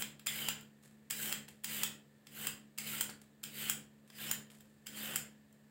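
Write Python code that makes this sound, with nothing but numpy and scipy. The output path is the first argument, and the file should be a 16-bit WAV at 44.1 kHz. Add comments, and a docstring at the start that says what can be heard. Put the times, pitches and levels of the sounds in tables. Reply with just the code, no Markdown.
"""A short wet rasp and a bright snap: a swivel peeler flicks off a carrot in a small kitchen.
Stroke after stroke the loose blade clacks onto the carrot, rasps through the skin with a juicy fizz
and the odd squeak, and snaps back as it leaves the tip. In between it rattles, strips of peel patter
onto a wooden board, and the board takes one dull tap. An appliance hums underneath, and a noise
suppressor turns the pauses down."""
import sys
import numpy as np
from scipy import signal
from scipy.fft import rfft, irfft, next_fast_len
from scipy.io import wavfile
from scipy.ndimage import uniform_filter1d

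SR = 44100
rng = np.random.default_rng(int(sys.argv[2]) if len(sys.argv) > 2 else 0)


def pcm_store(signal):
    """Save signal as 16-bit PCM."""
    levels = np.round(np.clip(np.atleast_2d(signal), -1, 1) * 32767)
    wavfile.write(sys.argv[1], SR, levels.astype(np.int16).T)


N = 251487


def amp(db):
    """Decibels to gain."""
    return 10 ** (np.asarray(db) / 20)


def unit(x):
    """Scales to rms 1."""
    return x / np.sqrt(np.mean(x ** 2) + 1e-20)


def curve_at(points, hz):
    """Reads a breakpoint curve on a log-frequency axis."""
    f, value = np.transpose(points)
    return np.interp(np.log(hz + 1), np.log(f + 1), value)


def add(mix, s, sound):
    """Mixes a sound in at s seconds."""
    start = round(s * SR)
    sound = sound[max(-start, 0):]
    part = mix[max(start, 0):][:len(sound)]
    part += sound[:len(part)]


def colour(x, eq):
    """Applies an EQ curve of f/Hz, level/dB points."""
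    size = next_fast_len(len(x) + 2048)
    gain = amp(curve_at(eq, np.fft.rfftfreq(size, 1 / SR)))
    return irfft(rfft(x, size) * gain, size)[:len(x)]


def drift(size, hz):
    """Smooth random modulation, rms about 1, moving at rates up to about hz."""
    span = next_fast_len(size + SR // 4)
    f = np.fft.rfftfreq(span, 1 / SR)
    spectrum = rfft(rng.standard_normal(span)) / (1 + (f / hz) ** 4)
    return unit(irfft(spectrum, span))[:size]


def resonate(x, hz, *widths_hz):
    """Resonators in series, one for each width, on a pitch that may glide."""
    turn = np.exp(2j * np.pi * np.cumsum(hz * np.ones(len(x))) / SR)
    for width in widths_hz:
        r = np.exp(-np.pi * width / SR)
        x = 2 * (turn * signal.lfilter([1 - r], [1, -r], x / turn)).real
    return x


def crackle(size, per_s, spread_db):
    """A random train of tiny clicks, a few much louder than the rest."""
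    strengths = amp(spread_db * np.minimum(rng.exponential(1, size), 4))
    return unit(strengths * rng.choice([-1, 1], size) * (rng.random(size) < per_s / SR))


def appliance(air_db=-60.5, phase_wander=0.2):
    """The background bed: three wavering orders of a motor over a rush of air."""
    # motor orders: f/Hz, level/dB, waver/dB
    orders = [(143.6, -61.5, 1.5), (214.7, -56, 1.5), (287, -71.5, 3)]
    # EQ of the air: f/Hz, level/dB
    air_eq = [(20, -45), (40, -24), (65, -3.5), (100, -1.5), (160, 0), (300, -2.5), (480, -3), (800, -14.5),
              (1300, -21), (1600, -20), (1770, -12), (1980, -21.5), (2500, -23), (4500, -27), (6000, -33.5),
              (7500, -24), (10000, -35), (15500, -29.5)]
    t = np.arange(N) / SR
    hum = np.zeros(N)
    for hz, db, waver_db in orders:
        peak = np.sqrt(2) * amp(db + waver_db * drift(N, 9.8))
        hum += peak * np.sin(2 * np.pi * hz * t + phase_wander * waver_db * drift(N, 2.9))
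    return hum + amp(air_db) * unit(colour(rng.standard_normal(N), air_eq))


def kitchen(x, wet_db=-2.0, onset_s=0.0028):
    """Small-room reverb: a dense tail in which each band dies at its own speed."""
    # reverb bands: f/Hz, t60/s, level/dB
    bands = [(200, 0.6, -3.5), (990, 0.44, -2.5), (2960, 0.37, 0.5), (6350, 0.33, -2.5), (7160, 0.29, 2.5),
             (10050, 0.27, -3.5), (15000, 0.23, 0.5)]
    decay_times, tail_eq = np.array(bands)[:, :2], np.array(bands)[:, ::2]
    t = np.arange(SR // 2) / SR
    hz, frame_s, noise = signal.stft(rng.standard_normal(len(t)), SR, nperseg=256)
    fade = amp(-60 * frame_s / curve_at(decay_times, hz)[:, None])
    tail = signal.istft(noise * fade, SR, nperseg=256)[1][:len(t)]
    tail *= 1 - np.exp(-(t / onset_s) ** 2)
    response = amp(wet_db) * colour(tail / np.linalg.norm(tail), tail_eq)
    return signal.fftconvolve(x, response)[:N]


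def knock(level_db):
    """A dull tap rings the wooden board briefly."""
    # board modes: f/Hz, level/dB, t60/s
    modes = [(480, -20, 0.0094), (910, -9, 0.011), (1450, -2, 0.012), (1640, -9, 0.016),
             (4500, -4.5, 0.019)]
    t = np.arange(SR // 10) / SR
    return sum(amp(level_db + db - 60 * t / t60) * np.sin(2 * np.pi * hz * t) for hz, db, t60 in modes)


def peel(db, decay_s, slap_s=0.0045, attack_s=0.00047):
    """A wet strip slaps down and settles with a fading patter."""
    # EQ of peel on wood: f/Hz, level/dB
    patter_eq = [(300, -15), (800, 1.5), (2000, -0.5), (5000, -1.5), (6000, -4), (7500, 3), (11000, -1),
                 (15000, -5)]
    t = np.arange(SR // 2) / SR
    patter = unit(colour(crackle(len(t), per_s=880, spread_db=4.5), patter_eq))
    envelope = (np.exp(-t / decay_s) + np.exp(-t / slap_s)) * (1 - np.exp(-t / attack_s))
    return amp(db) * patter * envelope


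def squeak(length_s, start_hz, end_hz, db, width_hz=260):
    """Fast, irregular stick-slip on the wet skin gives a fuzzy, gliding tone."""
    size = round(length_s * SR)
    tone = resonate(rng.standard_normal(size), np.linspace(start_hz, end_hz, size), width_hz, width_hz)
    return amp(db) * unit(tone * signal.windows.tukey(size, 0.5))


def squelch(size, low_hz=1550, high_hz=5000, width_hz=220, wander=0.048, swell_db=5.5, count=5):
    """Pockets of juice under the strip ring at wandering pitches, each coming and going."""
    out = np.zeros(size)
    for centre_hz in np.geomspace(low_hz, high_hz, count) * rng.uniform(0.905, 1.09, count):
        hz = centre_hz * (1 + wander * drift(size, 8.5))
        swell = amp(swell_db * drift(size, 19))
        out += swell * unit(resonate(rng.standard_normal(size), hz, width_hz, width_hz))
    return unit(out)


def clack(blow_db, thud_db, balance_db, bounce_s=0.0015, contact_s=0.00083, rise_s=0.00045,
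          chatter_s=0.0067, detune=0.011, grip_db=1.2):
    """One blade pivot strikes, then the other, then both chatter; thud lifts the handle's low modes."""
    # peeler modes: f/Hz, width/Hz, level within the group/dB
    peeler_modes = [(1686, 960, 2.5), (2630, 1050, 4), (3127, 127, -2.5), (4500, 8100, -1.5),
                    (4934, 520, -4.5), (7440, 480, -5.5), (7920, 1480, -1), (10450, 590, -5.5),
                    (12000, 1600, -6.5), (14180, 770, -1), (15800, 1600, 3)]
    # crossovers between the low, middle, high and top groups of modes: f/Hz
    crossovers = [3800, 6000, 9200]
    t = np.arange(round(0.04 * SR)) / SR
    first, second = (np.exp(-age / contact_s) * (1 - np.exp(-age / rise_s))
                     for age in (t, np.maximum(t - bounce_s, 0)))
    contact = 0.73 * first + second
    modes = np.array(peeler_modes)
    group = np.searchsorted(crossovers, modes[:, 0])
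    modes[:, 0] *= 1 + detune * rng.standard_normal(len(modes))  # the grip shifts from blow to blow
    modes[:, 2] += grip_db * rng.standard_normal(len(modes))
    levels_db = blow_db + np.array(balance_db) + thud_db * np.array([1, 0.65, 0, 0])
    out = np.zeros(len(t))
    for k, group_db in enumerate(levels_db):
        chatter = (0.24 if k == 0 else 0.07) * np.exp(-t / chatter_s)
        blow = (contact / contact.max() + chatter) * rng.standard_normal(len(t))
        ringing = sum(amp(db) * unit(resonate(blow, hz, width, 2 * width))
                      for hz, width, db in modes[group == k])
        out += amp(group_db) * unit(ringing)
    return out / np.sqrt(10)  # the energy sits in the first tenth


def pressure(t, landing_db, bite_s, cut_db, skid_db=-7, settle_s=0.05, swell_db=36.5):
    """Envelope of the scrape: the landing skid dies away while the cut swells and holds."""
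    skid = amp(landing_db + skid_db) * np.exp(-t / settle_s)
    cut = amp(cut_db - swell_db * np.maximum(1 - t / bite_s, 0) ** 2)
    return np.hypot(skid, cut)


def scrape(t, fizz_db, thrum_db, judder=0.19, waver=0.035, thrum_growth_db=9,
           blade_hz=3050, strip_start_hz=4900, strip_end_hz=2900, sizzle_hz=13500):
    """The blade cuts skin and bursts cells in uneven slips: mid rasp, airy fizz and low thrum."""
    # EQ of the tearing skin: f/Hz, level/dB
    rasp_eq = [(200, -42), (700, -26), (1150, -7.5), (1450, -11.5), (1750, 2), (2100, 1.5), (2600, 3.5),
               (3050, 3.5), (3600, -13), (4300, -4), (5050, -3.5), (5600, -13), (6500, -16), (8500, -36)]
    # EQ of the bursting cells: f/Hz, level/dB
    fizz_eq = [(1000, -58), (5000, -27), (6200, -6.5), (6700, -7), (7300, 1), (8500, -0.5), (9600, -5),
               (10500, -2.5), (11700, -8.5), (12600, -3), (13400, -6), (14200, -5.5), (15500, 3),
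               (16500, -12.5)]
    # EQ of the carrot's body: f/Hz, level/dB
    thrum_eq = [(40, -43), (150, -13), (350, -3), (520, -2), (800, -4), (1150, -6), (1500, 1.5),
                (2500, -31)]
    size = len(t)
    travel = np.linspace(0, 1, size)
    speed = np.sin(np.pi * travel ** 1.34) ** 2  # fastest past the middle
    slips = np.exp(judder * drift(size, 87))
    skin = slips * crackle(size, per_s=4500, spread_db=5.0)
    cells = slips * crackle(size, per_s=21000, spread_db=3.5)
    # the blade holds its pitch; the strip of peel rings lower as it grows longer
    strip_hz = np.linspace(strip_start_hz, strip_end_hz, size) * (1 + waver * drift(size, 20))
    strip = np.sqrt(speed) * unit(resonate(cells, strip_hz, 800, 800))
    blade = np.sqrt(2 * travel) * unit(resonate(slips * rng.standard_normal(size), blade_hz, 390, 390))
    rasp = unit(colour(skin, rasp_eq)) + 0.65 * strip + 0.67 * blade + 0.74 * squelch(size)
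    wavering_hz = sizzle_hz * (1 + waver * drift(size, 16))
    sizzle = speed * unit(resonate(slips * rng.standard_normal(size), wavering_hz, 550))
    fizz = unit(colour(cells, fizz_eq)) + 0.97 * sizzle
    thrum = colour(slips * crackle(size, per_s=2500, spread_db=2.5), thrum_eq)
    thrum_gain = amp(thrum_db + thrum_growth_db * travel)  # grows towards the carrot's free tip
    sound = unit(rasp) * amp(-3.5) + unit(fizz) * amp(fizz_db - 1.5) + unit(thrum) * thrum_gain
    return sound * signal.windows.tukey(size, 0.02)


def peeling(graze_s=0.008, firm_db=-36.5, thud_per_db=0.47):
    """The dry action: clack, scrape and snap for each stroke, with the small sounds around them."""
    # strokes: landing t/s, leaving t/s, landing level/dB, time to full bite/s, cut level/dB,
    # fizz trim/dB, thrum trim/dB, snap level/dB, snap's thud boost/dB
    strokes = [(-0.2, 0.0218, -42, .12, -46.5, 5, -20, -39.5, 3),
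               (0.2684, 0.485, -33.5, 0.1, -46.5, 0, -18, -34, 1.5),
               (1.1078, 1.3244, -36.5, .11, -46, 3, -18, -35.5, 0.5),
               (1.6437, 1.8331, -38.5, 0.085, -45.5, 1, -20, -32, -0.5),
               (2.269, 2.4692, -60.5, 0.19, -46.5, 1, -18, -33.5, -2),
               (2.7842, 3.009, -39.5, .11, -46, 1, -20.5, -31, -4.5),
               (3.4373, 3.6969, -44, 0.22, -44.5, -0.5, -23, -30, -6),
               (4.101, 4.3121, -64, 0.14, -46.5, -1.5, -19, -32.5, -3.5),
               (4.868, 5.1579, -46.5, 0.14, -48, 0, -14.5, -32, -4.5)]
    # rattles of the loose blade, mostly between strokes; the one at 3.432 s is the blade's first touch of a
    # double landing: t/s, level/dB, thud boost/dB
    rattles = [(0.195, -59, 3.5), (0.609, -59, -6), (1.481, -62, 7.5), (3.4324, -49, -7),
               (4.501, -69.5, 11), (4.606, -62, 0), (5.526, -67.5, -12)]
    # blade squeaks: t/s, length/s, start f/Hz, end f/Hz, level/dB
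    squeaks = [(0.273, 0.019, 3600, 3250, -44), (0.274, 0.04, 2090, 1970, -51),
               (0.368, 0.17, 3090, 2920, -52), (1.195, 0.042, 7750, 7800, -54),
               (2.781, 0.038, 2260, 2090, -55), (4.938, 0.024, 3220, 3000, -57.5)]
    # peel landing on the board: t/s, level/dB, decay/s
    peels = [(0.826, -62.5, 0.063), (1.484, -61, 0.039), (3.096, -50, 0.012), (3.216, -61.5, 0.017),
             (4.075, -63, 0.01), (4.502, -65, 0.15)]
    # mode balance, blade seated on the carrot or swinging free: low/dB, middle/dB, high/dB, top/dB
    seated, free = (-5.5, -2.5, 0.5, 1.5), (-0.5, -5, 0, 2)
    mix = np.zeros(N)
    for land_s, leave_s, landing_db, bite_s, cut_db, fizz_db, thrum_db, snap_db, thud_db in strokes:
        landing_thud_db = thud_per_db * (firm_db - landing_db)  # softer landings are duller
        add(mix, land_s, clack(landing_db, landing_thud_db, seated))
        start_s = land_s - graze_s  # the edge skids just before the blade seats
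        t = np.arange(start_s, leave_s, 1 / SR) - start_s
        add(mix, start_s, scrape(t, fizz_db, thrum_db) * pressure(t, landing_db, bite_s, cut_db))
        add(mix, leave_s, clack(snap_db, thud_db, free))
    for s, db, thud_db in rattles:
        add(mix, s, clack(db, thud_db, free))
    for s, *settings in squeaks:
        add(mix, s, squeak(*settings))
    for s, db, decay_s in peels:
        add(mix, s, peel(db, decay_s))
    add(mix, 3.094, knock(level_db=-38.5))
    return mix


def scene(directions=2):
    """The peeler radiates differently each way: one way is heard direct, all of them fill the room."""
    ways = [peeling() for _ in range(directions)]
    reverb = sum(kitchen(way) for way in ways) / np.sqrt(directions)
    return (ways[0] + reverb + appliance())[None]


def record(dry, split_hz=900, shut_db=-72, bass_open_db=-47, treble_open_db=-58,
           bass_depth_db=12.0, treble_depth_db=5, bass_lag_s=0.027, cutoff_hz=15900):
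    """A noise suppressor ducks the pauses, the bass deeper and more slowly; then a steep low-pass."""
    x = dry[0]
    bass = signal.sosfiltfilt(signal.butter(2, split_hz, fs=SR, output="sos"), x)
    treble = x - bass
    key_db = 10 * np.log10(abs(uniform_filter1d(treble ** 2, size=300)) + 1e-12)  # keys both bands
    treble_shut = np.interp(key_db, [shut_db, treble_open_db], [1, 0])
    bass_shut = np.interp(key_db, [shut_db, bass_open_db], [1, 0])
    lag = np.exp(-1 / (bass_lag_s * SR))
    bass_shut = signal.lfilter([1 - lag], [1, -lag], bass_shut, zi=bass_shut[:1] * lag)[0]
    ducked = bass * amp(-bass_depth_db * bass_shut) + treble * amp(-treble_depth_db * treble_shut)
    low_pass = signal.firwin(401, cutoff_hz, window=("kaiser", 8), fs=SR)
    return signal.oaconvolve(ducked, low_pass, "same")[None]


dry = scene()
out = record(dry)
pcm_store(out)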